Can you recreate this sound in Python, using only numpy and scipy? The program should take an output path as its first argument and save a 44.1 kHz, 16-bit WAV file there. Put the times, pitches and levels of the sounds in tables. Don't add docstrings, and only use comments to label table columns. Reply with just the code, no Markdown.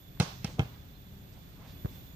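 import sys
import numpy as np
from scipy import signal
from scipy.fft import rfft, irfft
from scipy.io import wavfile

SR = 44100
rng = np.random.default_rng(int(sys.argv[2]) if len(sys.argv) > 2 else 0)


def natural_amplitude(level_db):
    exponent = np.asarray(level_db, float) / 20
    return 10 ** exponent


def materialize(psi):
    bounded = np.clip(np.atleast_2d(psi).T, -1, 1)
    quanta = np.round(bounded * 32767).astype(np.int16)
    wavfile.write(sys.argv[1], SR, quanta)


N = 94815


def rms_one(x):
    return x / np.sqrt(np.mean(x ** 2) + 1e-20)


def at_hz(points, hz):
    table = np.array(points)
    return np.interp(np.log(hz), np.log(table[:, 0]), table[:, 1])


def band(x, low_hz, high_hz):
    sos = signal.butter(2, [low_hz, min(high_hz, .45 * SR)], "band", fs=SR, output="sos")
    return signal.sosfilt(sos, x)


def drift(rate_hz):
    r = np.exp(-80 * np.pi * rate_hz / SR)
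    white = rng.standard_normal(N // 40 + 2002)
    slow = signal.lfilter([1], [1, -2 * r, r * r], white)[2000:]
    return np.interp(np.arange(N) / 40, np.arange(len(slow)), rms_one(slow))


def hump(start_s, length_s):
    t = np.arange(N) / SR
    return np.sin(np.pi * np.clip((t - start_s) / length_s, 0, 1)) ** 2


# f/Hz, correlation
LIKENESS = [(60, 0.87), (180, 0.93), (540, 0.23), (1640, -0.37), (4930, 0.14), (14900, -0.53)]
EDGES_HZ = 25 * 2 ** np.arange(0, 9.3, .5)


def banded(spectrum, shape, patchy_db):
    out, power = 0, 0
    white = rng.standard_normal((2, 2, N))
    for k, (low, high) in enumerate(zip(EDGES_HZ, EDGES_HZ[1:])):
        mid, side = band(white[k % 2], low, high)
        hz = np.sqrt(low * high)
        level_db = at_hz(spectrum, hz)
        alike = np.clip(at_hz(LIKENESS, hz), -1, 1)
        power += natural_amplitude(level_db) ** 2 * (high - low) * 2 / SR
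        stereo = np.sqrt(1 + alike) * mid + np.sqrt(1 - alike) * side * [[1], [-1]]
        out = out + natural_amplitude(level_db + patchy_db * drift(7)) * shape(hz) * stereo
    return out / np.sqrt(power)


# t/s, thump f/Hz, thump rise/s, left lag/s, contact/s
BLOWS = [
    (.1978, 150, .004, .0001, .0082),
    (.4431, 168, .0012, .0001, .0075),
    (.5920, 127, .0006, .0002, .009),
    (1.8461, 128, .001, .0006, .0103),
]
# thump level/dB, ring level/dB, slap level/dB, wash level/dB, ring tilt/(dB/octave)
VOICING = [(-11, -30.5, -12, -34, 2.5), (-23.5, -41, -22.5, -49, 3), (-15, -31, -19, -42, 0.5),
           (-21.5, -52.5, -44, -56, -10)]
# early echo loss/dB, ring on leaving/dB, slap f/Hz, ring length share, thump swings
AFTER = [(-2, -2, 3900, 1.0, 1.85), (-4, -3, 5200, .9, 1.75), (-2, -4, 2700, .9, 1.8),
         (-14, 6, 1800, .45, 1.5)]
# delay/s, level/dB
ECHOES = [(.0245, -15), (.031, -19), (.055, -24)]
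# f/Hz, level/dB, t60/s
BALL = [(320, 20, 0.0059), (500.5, 0.3, 0.065), (704, 9, 0.012), (843, 5.5, 0.027), (1027, -8.5, 0.031),
        (1279, -5, 0.06), (1413, -2.5, 0.028), (1638, -13.5, 0.12), (2110, 0, 0.025), (2622, -0.5, 0.032),
        (3228, -8.5, 0.04), (3900, -16, 0.012), (4400, -21, 0.011), (5690, -25, 0.0076)]
THUMP_FADE, THUMP_HEAD_START = 2.0, .14
RING_RISE_S, LEAVE_TILT_DB = .0003, -1.5
SLAP_S, SLAP_SPREAD, SLAP_EDGE_DB = .003, 1.22, -9


def thump(t, hz, rise_s, swings):
    turn = np.clip(t * hz / swings, 0, 1)
    swing = np.sin(2 * np.pi * (hz * t + THUMP_HEAD_START))
    return swing * (1 - np.exp(-t / rise_s)) * np.cos(np.pi / 2 * turn ** THUMP_FADE)


def ball_ring(t, late_s, level_db, tilt_db, length_share):
    hz, mode_db, t60_s = np.array(BALL).T
    u = np.maximum(t - late_s, 0)
    chance_db = rng.normal(0, 1, len(hz))
    gains = natural_amplitude(level_db + mode_db + tilt_db * np.log2(hz / 1000) + chance_db)
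    gains = gains * (-1) ** np.arange(len(hz))
    decays = natural_amplitude(-60 * u / length_share / t60_s[:, None])
    modes = np.sin(2 * np.pi * hz[:, None] * u) * decays
    return gains @ modes * (1 - np.exp(-u / RING_RISE_S))


def slap(t, hz):
    burst = rng.standard_normal(len(t)) * np.exp(-t / SLAP_S)
    body = band(burst, hz / SLAP_SPREAD, hz * SLAP_SPREAD)
    edge = band(burst * np.exp(-t / SLAP_S), hz, 2.25 * hz)
    return body + natural_amplitude(SLAP_EDGE_DB) * edge


def ball():
    out = np.zeros((2, N))
    t = np.arange(SR // 8) / SR
    for timing, voicing, after in zip(BLOWS, VOICING, AFTER):
        start_s, hz, rise_s, lag_s, contact_s = timing
        thump_db, ring_db, slap_db, _, tilt_db = voicing
        loss_db, leave_db, slap_hz, ring_share, swings = after
        blow = -natural_amplitude(thump_db) * thump(t, hz, rise_s, swings)
        blow -= ball_ring(t, 0, ring_db, tilt_db, ring_share)
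        blow -= ball_ring(t, contact_s, ring_db + leave_db, tilt_db + LEAVE_TILT_DB, ring_share)
        blow += natural_amplitude(slap_db) * slap(t, slap_hz)
        for delay_s, db in [(0.0018, -loss_db)] + list(ECHOES):
            for side, arrival_s in enumerate((start_s + lag_s + delay_s, start_s + delay_s)):
                i = int(arrival_s * SR)
                out[side, i:i + len(t)] += natural_amplitude(db + loss_db) * blow
    return out


# f/Hz, level/(dB/Hz)
WASH = [(59, 1), (100, 11), (171, 4), (243, -13), (1080, -7), (1850, -14.5), (5410, -19), (10900, -34),
        (14000, -32)]
# f/Hz, t60/s
WASH_T60 = [(100, 0.12), (500, 0.46), (1500, 0.5), (5000, 0.64), (9000, 0.28), (14000, 0.75)]
WASH_TILT_DB = [0.77, 0.1, -3, -1]
WASH_RISE_S = 0.0013


def wash():
    t = np.arange(N) / SR

    def shape(hz):
        total = 0
        for (start_s, *_), (*_, db, _), tilt_db in zip(BLOWS, VOICING, WASH_TILT_DB):
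            u = np.maximum(t - start_s, 0)
            level_db = db + tilt_db * np.log2(hz / 1000) - 60 * u / at_hz(WASH_T60, hz)
            total = total + natural_amplitude(level_db) * (1 - np.exp(-u / WASH_RISE_S))
        return total
    return banded(WASH, shape, patchy_db=1.5)


# t/s, level/dB
CICADA = [(0.0, -58), (0.22, -61.5), (0.4, -59.5), (0.58, -67), (0.6, -61), (1.65, -62), (1.68, -60),
          (1.71, -58.5), (1.89, -57), (1.92, -60), (1.96, -55.5), (2.15, -57)]
# t/s, rate f/Hz
CLICK_RATE = [(0, 180.2), (.5, 179.5), (.8, 179.), (1.1, 179.6), (1.45, 180.6), (1.75, 180.1),
              (1.95, 179.5), (2.15, 179.4)]
# f/Hz, half width/Hz, level/dB re near cicada
DRONES = [(3465, 45, -11), (6925, 50, -20), (3817, 25, -19)]
TYMBAL_HZ, TYMBAL_WIDTH_HZ = 13900, 200
CHORUS_DB, CHORUS_LOW_HZ, CHORUS_HIGH_HZ = -4, 13700, 14280


def cicadas():
    t = np.arange(N) / SR
    rate_hz = np.interp(t, *np.transpose(CLICK_RATE))
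    phase = 2 * np.pi * np.cumsum(rate_hz) / SR
    near = 0
    for k in range(69, 81):
        tone = np.sin(k * phase + drift(20) * .5 + np.array([[0], [1.7]]))
        resonance = 1 / (1 + ((k * rate_hz - TYMBAL_HZ) / TYMBAL_WIDTH_HZ) ** 2)
        near = near + tone * natural_amplitude(2 * drift(10)) * resonance
    chorus = band(rng.standard_normal((2, N)), CHORUS_LOW_HZ, CHORUS_HIGH_HZ)
    chorus = band(chorus, CHORUS_LOW_HZ - 300, CHORUS_HIGH_HZ)
    out = rms_one(near) * natural_amplitude([[-1.5], [1.5]]) + natural_amplitude(CHORUS_DB) * rms_one(chorus)
    for hz, width_hz, db in DRONES:
        drone = band(rng.standard_normal((2, N)), hz - width_hz, hz + width_hz)
        out += natural_amplitude(db + drift(15)) * rms_one(drone)
    return natural_amplitude(np.interp(t, *np.transpose(CICADA))) * out


# t/s, length/s, level/dB, f/Hz
SCUFFS = [(.17, 0.009, -58, 1260), (0.414, 0.098, -52.5, 2800), (0.456, 0.13, -62, 5040),
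          (0.465, 0.068, -52.5, 524), (0.578, 0.028, -38.5, 560), (0.693, 0.093, -63, 1360),
          (1.109, 0.037, -65, 670), (1.312, 0.047, -68, 5200), (1.331, 0.079, -65.5, 790),
          (1.532, 0.22, -60, 960), (1.596, 0.17, -62.5, 1820), (1.645, .11, -62, 3320),
          (1.88, .14, -70, 900), (1.87, 0.16, -66, 3020), (1.875, 0.12, -68, 5650)]


def feet():
    grit = rng.standard_normal(N) * natural_amplitude(2 * rng.exponential(1, N))
    out = 0
    for start_s, length_s, db, hz in SCUFFS:
        scrape = rms_one(band(grit, hz / 1.76, hz * 1.365))
        out = out + natural_amplitude(db) * hump(start_s, length_s) * scrape
    return out


PIP_S, PIP_LENGTH_S, PIP_HZ, PIP_ARCH_HZ, PIP_DB = .925, .065, 3800, 430, -68


def bird():
    arch = hump(PIP_S, PIP_LENGTH_S)
    pitch_hz = PIP_HZ + PIP_ARCH_HZ * np.sqrt(arch)
    return natural_amplitude(PIP_DB) * arch * np.sin(2 * np.pi * np.cumsum(pitch_hz) / SR)


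MOTOR_S, MOTOR_LENGTH_S, MOTOR_HZ, MOTOR_DB, MOTOR_OCTAVE_DB = .92, .45, 200, -54, -13


def motor():
    phase = 2 * np.pi * np.cumsum(MOTOR_HZ + 2.38 * drift(5.6)) / SR
    hum = np.sin(phase) + natural_amplitude(MOTOR_OCTAVE_DB) * np.sin(2 * phase)
    return natural_amplitude(MOTOR_DB) * hump(MOTOR_S, MOTOR_LENGTH_S) * hum


# f/Hz, level/(dB/Hz)
AIR = [(15, -33), (25, 2), (120, 1.5), (411, -18.5), (658, -20), (855, -25.5), (1300, -24.5), (3510, -29),
       (13000, -46)]
# t/s, level/dB
BREEZE = [(0, -1.5), (.5, 3), (1., -.5), (1.5, 1.34), (1.9, 2.5), (2.15, 1.3)]
AIR_DB = -52.5


def air():
    breeze = natural_amplitude(AIR_DB + np.interp(np.arange(N) / SR, *np.transpose(BREEZE)))
    return banded(AIR, lambda hz: breeze, patchy_db=0.5)


def scene():
    return ball() + wash() + cicadas() + feet() + bird() + motor() + air()


def band_limit(x):
    return signal.sosfilt(signal.butter(12, 15460, fs=SR, output="sos"), x)


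# f/Hz, left minus right level/dB
PORTS = [(60, 1.5), (130, -1.0), (290, 0.5), (640, 1.0), (1400, -1.5), (3080, -8.5), (6760, -10),
         (14900, -3.5)]
LOW_CUT_HZ, TOP_HZ = 40, 14700


def record(dry):
    hz = np.maximum(np.fft.rfftfreq(2 * N, 1 / SR), 1)
    half_db = at_hz(PORTS, hz) / 2
    heard = irfft(rfft(dry, 2 * N) * natural_amplitude([half_db, -half_db]))[:, :N]
    heard = signal.sosfilt(signal.butter(2, LOW_CUT_HZ, "high", fs=SR, output="sos"), heard)
    heard = signal.sosfilt(signal.cheby2(12, 50, TOP_HZ, fs=SR, output="sos"), heard)
    return band_limit(heard)


dry = scene()
out = record(dry)
materialize(out)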